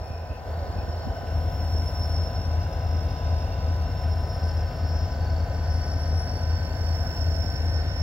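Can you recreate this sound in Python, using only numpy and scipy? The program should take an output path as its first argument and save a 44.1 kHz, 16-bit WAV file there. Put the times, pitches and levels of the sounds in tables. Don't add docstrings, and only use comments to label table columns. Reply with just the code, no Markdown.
import sys
import numpy as np
from scipy import signal
from scipy.fft import rfft, irfft, next_fast_len
from scipy.io import wavfile

SR = 44100
rng = np.random.default_rng(int(sys.argv[2]) if len(sys.argv) > 2 else 0)


def wav_record(signal):
    frames = np.transpose(np.atleast_2d(signal))
    bounded = np.clip(frames, -1, 1)
    quanta = np.round(bounded * 32767).astype(np.int16)
    wavfile.write(sys.argv[1], SR, quanta)


N = 353682

FAST_CRANK_HZ, SLOW_CRANK_HZ = 6.3212, 5.3108
JUMP_S, BLEND_S, TURN_S = 1.25, .08, 3.5
OPENING_DB, OPENING_RISE_S = -3, (.42, .488)


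def from_db(db):
    return 10 ** (np.asarray(db) / 20)


def rms_one(x):
    return x / np.sqrt(np.mean(np.abs(x) ** 2) + 1e-20)


def seconds():
    return np.arange(N) / SR


def in_time(rows):
    s, *columns = np.transpose(rows)
    return [np.interp(seconds(), s, c) for c in columns]


def swell(s, half_s):
    return np.exp(-((seconds() - s) / half_s) ** 2)


def drift(rate):
    pole = np.exp(-40 * np.pi * rate / SR)
    slow = signal.lfilter([1], [1, -2 * pole, pole * pole], rng.standard_normal(N // 20 + 4002))[4000:]
    return np.interp(np.arange(N) / 20, np.arange(len(slow)), rms_one(slow))


def on_bins(points):
    hz, value = np.transpose(points)
    bins = np.fft.rfftfreq(next_fast_len(N), 1 / SR)
    return np.interp(np.log(bins + 1), np.log(hz), value)


def coloured(x, spectrum):
    size = next_fast_len(N)
    return rms_one(irfft(rfft(x, size) * from_db(on_bins(spectrum)), size)[..., :N])


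def arrived():
    return np.interp(seconds(), [JUMP_S, JUMP_S + BLEND_S], [0, 1])


def turned():
    return np.interp(seconds(), [TURN_S, N / SR], [0, 1])


def heard(at_mic, lateness=1):
    first, second, last = np.array(at_mic)[:, :, None]
    level_db, pan_db = first + (second - first) * arrived() + (last - second) * turned() ** lateness
    return level_db + np.interp(seconds(), OPENING_RISE_S, [OPENING_DB, 0]), pan_db


def panned(x, pan_db):
    return x * from_db(pan_db * np.array([[.5], [-.5]]))


def placed(x, at_mic, rise_db=0, lateness=1):
    level_db, pan_db = heard(at_mic, lateness)
    return panned(x * from_db(level_db + rise_db), pan_db)


def lagged(pair, lag_ms):
    t = seconds()
    return np.array([np.interp(t - lag_ms / 1000, t, pair[0]), pair[1]])


# (frequency [Hz], likeness [0-1])
LIKENESS = [(60, 0.63), (160, 0.94), (290, 0.86), (640, 0.83), (1400, 0.26), (3000, 0.5), (7000, 0.48),
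            (15000, 0)]


def diffuse():
    size, alike = next_fast_len(N), np.clip(on_bins(LIKENESS), 0, 1)
    mid, side = rfft(rng.standard_normal((2, size)))
    pair = np.sqrt(1 + alike) * mid + np.sqrt(1 - alike) * side * [[1], [-1]]
    return rms_one(irfft(pair, size)[:, :N])


# (time [s], half length [s], rise [dB])
SWELLS = [(1.8, 0.43, 3.5), (7.1, 0.59, 5)]


def treble_swells():
    return sum(db * swell(s, half_s) for s, half_s, db in SWELLS)


# (level [dB], pan [dB])
HISS = [(7000, -37), (9800, -20), (11000, -8.5), (13500, -7.5), (15700, -3.5), (17000, -2)]
HISS_AT_MIC = [(-58.5, -1), (-57.5, -3), (-59, -6.5)]


def microphone_hiss(treble_db):
    return placed(coloured(diffuse(), HISS), HISS_AT_MIC, treble_db)


# (level [dB], pan [dB])
AIR = [(900, 3), (1800, 0.5), (2100, 8), (2400, 0.5), (2750, 1.5), (3500, 0), (4300, -1), (5100, -2),
       (6000, -2), (6500, -16.5), (7400, -26), (8300, -41), (9500, -52), (12000, -39)]
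SIZZLE = [(4500, -5), (5800, -13.5), (6500, 2.5), (7400, 5.5), (8300, -8.5), (9500, -15), (12000, -34)]
AIR_AT_MIC = [(-54, -1.5), (-52, 0), (-48.5, -3)]
SIZZLE_AT_MIC = [(-70, 14), (-66, 6), (-65.5, 5)]


def cooling_air(treble_db):
    rush = placed(coloured(diffuse(), AIR), AIR_AT_MIC, lateness=4)
    return rush + placed(coloured(diffuse(), SIZZLE), SIZZLE_AT_MIC, .85 * treble_db)


# (time [s], half length [s], pitch [Hz], level [dB])
RASPS = [(.16, 0.15, 2530, -57.5), (0.346, 0.052, 2600, -54.5), (.8, 0.038, 2530, -54),
         (1.12, 0.32, 3020, -62)]


def rasps(width_hz):
    out = np.zeros((2, N))
    for s, half_s, hz, db in RASPS:
        band = signal.butter(2, [hz - width_hz / 2, hz + width_hz / 2], "band", fs=SR, output="sos")
        out += from_db(db) * swell(s, half_s) * rms_one(signal.sosfilt(band, rng.standard_normal((2, N))))
    return out


# (time [s], unfiltered level [dB])
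TICKS = [(1.27, -35), (4.037, -35)]


def ticks(decay_s):
    out = np.zeros(N)
    for s, db in TICKS:
        age = seconds() - s
        out += from_db(db) * (age >= 0) * np.exp(-np.abs(age) / decay_s) * rng.standard_normal(N)
    return signal.sosfilt(signal.butter(2, [1100, 3000], "band", fs=SR, output="sos"), out)


def whine(tones, level_db, pan_db, lag_ms, steady, scatter):
    out, t = np.zeros((2, N)), seconds()
    arrival = np.array([t - lag_ms / 1000, t])
    flutter = 1 + scatter * np.array([drift(15) + 1j * drift(12) for side in range(2)])
    for hz, db, width in tones:
        clean = steady / width
        wavering = rms_one(clean + drift(width * .54) + 1j * drift(width * 1.25)) * rms_one(flutter)
        phase = 2 * np.pi * (hz * arrival % 1)
        out += from_db(db) * (wavering.real * np.cos(phase) - wavering.imag * np.sin(phase))
    return np.sqrt(2) * panned(out * from_db(level_db), pan_db)


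# (level [dB], pan [dB])
PUMP_TONES = [(1499.5, -5, 6), (1533, -6.5, 7), (1525, -4, 170), (1680, -15, 12)]
PUMP_AT_MIC = [(-53.5, 2.4), (-52.7, 2.5), (-49, 2)]


def pump(lag_ms):
    return whine(PUMP_TONES, *heard(PUMP_AT_MIC), lag_ms - .03, steady=21, scatter=.093)


# (level [dB], pan [dB])
ALTERNATOR_TONES = [(999, -1, 3), (1259, -11, 9), (3505, -23, 4)]
ALTERNATOR_AT_MIC = [(-50.5, 3), (-47.5, 1), (-54, 4)]


def alternator(lag_ms):
    return whine(ALTERNATOR_TONES, *heard(ALTERNATOR_AT_MIC), 2 * lag_ms - .15, steady=22, scatter=.11)


# (pitch [Hz], level [dB], width [Hz])
BLOWER_TONES = [(1824, -.5, 2)]
BLOWER_OVERTONES = [(2736, -3.5, 2), (3648, -6.5, 2), (2750, -1, 260)]
# (time [s], level [dB], pan [dB])
BLOWER_AT_MIC = [(-60, 0), (-63.5, 2), (-53.5, 13)]
OVERTONE_LEVEL = [(0, -73.5, -6), (1.8, -64.0, -2), (3.5, -59.5, 1), (6.1, -68.5, -7), (7.3, -58, -3.5),
                  (8.02, -58, -2)]


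def blower(lag_ms):
    note = whine(BLOWER_TONES, *heard(BLOWER_AT_MIC, lateness=.6), lag_ms + .13, steady=16, scatter=.1)
    return note + whine(BLOWER_OVERTONES, *in_time(OVERTONE_LEVEL), lag_ms + .047, steady=8.1, scatter=.16)


# (level [dB], pan [dB])
TURBO_TONES = [(4511, -8, 12), (4555, -10.5, 9), (4500, -5, 110), (6042, -19, 5), (7073, -19.5, 4)]
TURBO_AT_MIC = [(-55, -3), (-58.5, -2), (-53.5, -5)]


def turbocharger(lag_ms):
    level_db, pan_db = heard(TURBO_AT_MIC)
    return whine(TURBO_TONES, level_db + 2.4 * drift(1.5), pan_db, lag_ms - .04, steady=16, scatter=.14)


# (pitch [Hz], level [dB], width [Hz])
GEAR_TONES = [(5358, 1, 2), (5307.5, -9.5, 3), (5408.5, -17, 5), (5256, -19, 6), (5350, -7, 110)]
GEAR_OCTAVE = [(10716, -6, 5), (10716, -1.5, 150)]
# (time [s], left lag [ms])
GEAR_LEVEL = [(0, -55.0, 0), (0.55, -58.0, -1), (0.95, -53.0, -2), (1.25, -54.5, -2), (1.6, -48.0, -1),
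              (2.15, -44.0, -1), (2.55, -50.5, 2), (3.6, -53.0, -3), (4.45, -48.0, 0), (5.4, -50.5, 2),
              (6.15, -46.5, 2), (6.6, -50.5, -7), (7.05, -43.5, -6), (7.6, -43.5, -9), (8.02, -49.5, -14)]
GEAR_LAG = [(0, -.06), (2.3, -.04), (2.7, -.14), (3.7, -.11), (4.1, .01), (8.02, .135)]


def gears(lag_ms, treble_db):
    level_db, pan_db = in_time(GEAR_LEVEL)
    note = whine(GEAR_TONES, level_db, pan_db, *in_time(GEAR_LAG), steady=8.4, scatter=.3)
    octave_db = level_db - 21 + .34 * treble_db
    return note + whine(GEAR_OCTAVE, octave_db, 2.5, lag_ms + .027, steady=9.6, scatter=.31)


def crank(hz, starts_s, hunt):
    return hz * (seconds() - np.array(starts_s)[:, None]) + hunt * drift(1.5)


def firings(angle, crank_hz, uneven_db, decay, fresh, count):
    slot = angle % 1 * count
    strength = from_db(uneven_db * rms_one(rng.standard_normal(count)))[slot.astype(int) % count]
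    burst = strength * np.exp(-(slot % 1) / decay)
    one_turn = rng.standard_normal(int(SR / crank_hz))
    repeating = one_turn[(angle % 1 * (len(one_turn) - 1)).astype(int)]
    return rms_one(burst * (repeating + fresh * diffuse()))


# (level [dB], pan [dB])
CLATTER = [(250, -16), (400, -8.5), (490, -2.5), (590, -2), (660, 0.5), (720, -0.5), (800, -5.5),
           (950, -10.5), (1130, -16), (1330, -16.5), (1520, -15), (1680, -22.5), (1850, -26), (3000, -65.5)]
CLATTER_AT_MIC = [(-38.5, 1), (-39.5, 2.1), (-40, 1.7)]
# (pitch [Hz], level [dB], width [Hz])
BLOCK_TONES = [(540, -4, 9), (657.5, 0, 4), (714, -.5, 8), (765, -3, 6), (840, -7, 5)]


def block_clatter(fast, slow, ring_db):
    knocks = firings(fast, FAST_CRANK_HZ, uneven_db=0, decay=7, fresh=.78, count=8)
    knocks += firings(slow, SLOW_CRANK_HZ, uneven_db=.4, decay=1.8, fresh=1.33, count=16)
    level_db, pan_db = heard(CLATTER_AT_MIC)
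    ring = whine(BLOCK_TONES, level_db + ring_db, pan_db, lag_ms=0, steady=4.6, scatter=.16)
    return placed(coloured(knocks, CLATTER), CLATTER_AT_MIC) + ring


# (time [s], note rise [dB], bark rise [dB])
CHUFFS = [(.02, 7, 2), (.115, 5, 5), (.312, 7, 10), (.623, 4, 5), (.702, 5, 8), (.765, 6, 6), (.793, 7, 11),
          (.843, 5, 7), (.896, 5, 7), (1.075, 3, 12), (1.106, 7, 10)]


def chuffs(half_s):
    return sum(np.outer([note_db, bark_db], swell(s, half_s)) for s, note_db, bark_db in CHUFFS)


# (level [dB], pan [dB])
BARK = [(20, -12), (45, -6), (80, 8.5), (125, 0), (170, 0), (215, -1.5), (270, -0.5), (350, -8), (450, -17),
        (900, -74.5)]
BARK_AT_MIC = [(-45.5, 12), (-39, 1.5), (-38, 2.2)]


def stack_bark(fast, slow, rise_db):
    puffs = firings(fast, FAST_CRANK_HZ, uneven_db=4, decay=1, fresh=.78, count=8)
    puffs += from_db(.5) * firings(slow, SLOW_CRANK_HZ, uneven_db=2, decay=.98, fresh=1, count=8)
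    return placed(coloured(puffs, BARK), BARK_AT_MIC, rise_db)


def exhaust(angles, orders, smear):
    multiple, db = np.transpose(orders)
    behind = smear * (multiple - multiple[db.argmax()]) ** 2
    notes = (from_db(d) * np.cos(2 * np.pi * (k * angles - b)) for k, d, b in zip(multiple, db, behind))
    first_spot, second_spot = np.sqrt(2) * sum(notes)
    return first_spot + (second_spot - first_spot) * arrived()


# (level [dB], pan [dB])
FAST_ORDERS = [(8, -37), (9, -42), (10, -45), (11, -40), (12, -49), (13, -33), (14, -55), (15, -39),
               (16, -47), (17, -45), (19, -53), (21, -56), (23, -56), (24, -48), (26, -49), (27, -56)]
SLOW_ORDERS = [(8, -46), (9, -53), (10, -55), (12, -51), (13, -41), (14, -45), (15, -29), (16, -43),
               (17, -38), (18, -50), (21, -49), (23, -55), (24, -53), (25, -56)]
FAST_AT_MIC = [(-5.7, 0), (.7, 2.3), (.2, 2.3)]
SLOW_AT_MIC = [(-7, 0), (.4, 2.3), (.9, 2.3)]


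def exhaust_throb(fast, slow, rise_db):
    fast_note = placed(exhaust(fast, FAST_ORDERS, smear=.32), FAST_AT_MIC, rise_db)
    return fast_note + placed(exhaust(slow, SLOW_ORDERS, smear=.085), SLOW_AT_MIC, rise_db)


def scene():
    lag_ms = np.interp(turned(), [0, 1], [-.044, .15])
    treble_db = treble_swells()
    air, hiss = cooling_air(treble_db), microphone_hiss(treble_db)
    fast = crank(FAST_CRANK_HZ, starts_s=(.1515, .0544), hunt=.00033)
    slow = crank(SLOW_CRANK_HZ, starts_s=(.1757, .1017), hunt=.00067)
    note_rise_db, bark_rise_db = chuffs(half_s=.014)
    engines = exhaust_throb(fast, slow, note_rise_db) + stack_bark(fast[1], slow[1], bark_rise_db)
    engines += block_clatter(fast[1], slow[1], ring_db=-13)
    whines = gears(lag_ms, treble_db) + turbocharger(lag_ms) + blower(lag_ms)
    whines += alternator(lag_ms) + pump(lag_ms)
    return hiss + rasps(width_hz=210) + ticks(decay_s=.0072) + whines + lagged(air + engines, lag_ms)


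def record(dry):
    return signal.sosfilt(signal.ellip(12, .1, 80, 15850, fs=SR, output="sos"), dry)


dry = scene()
out = record(dry)
wav_record(out)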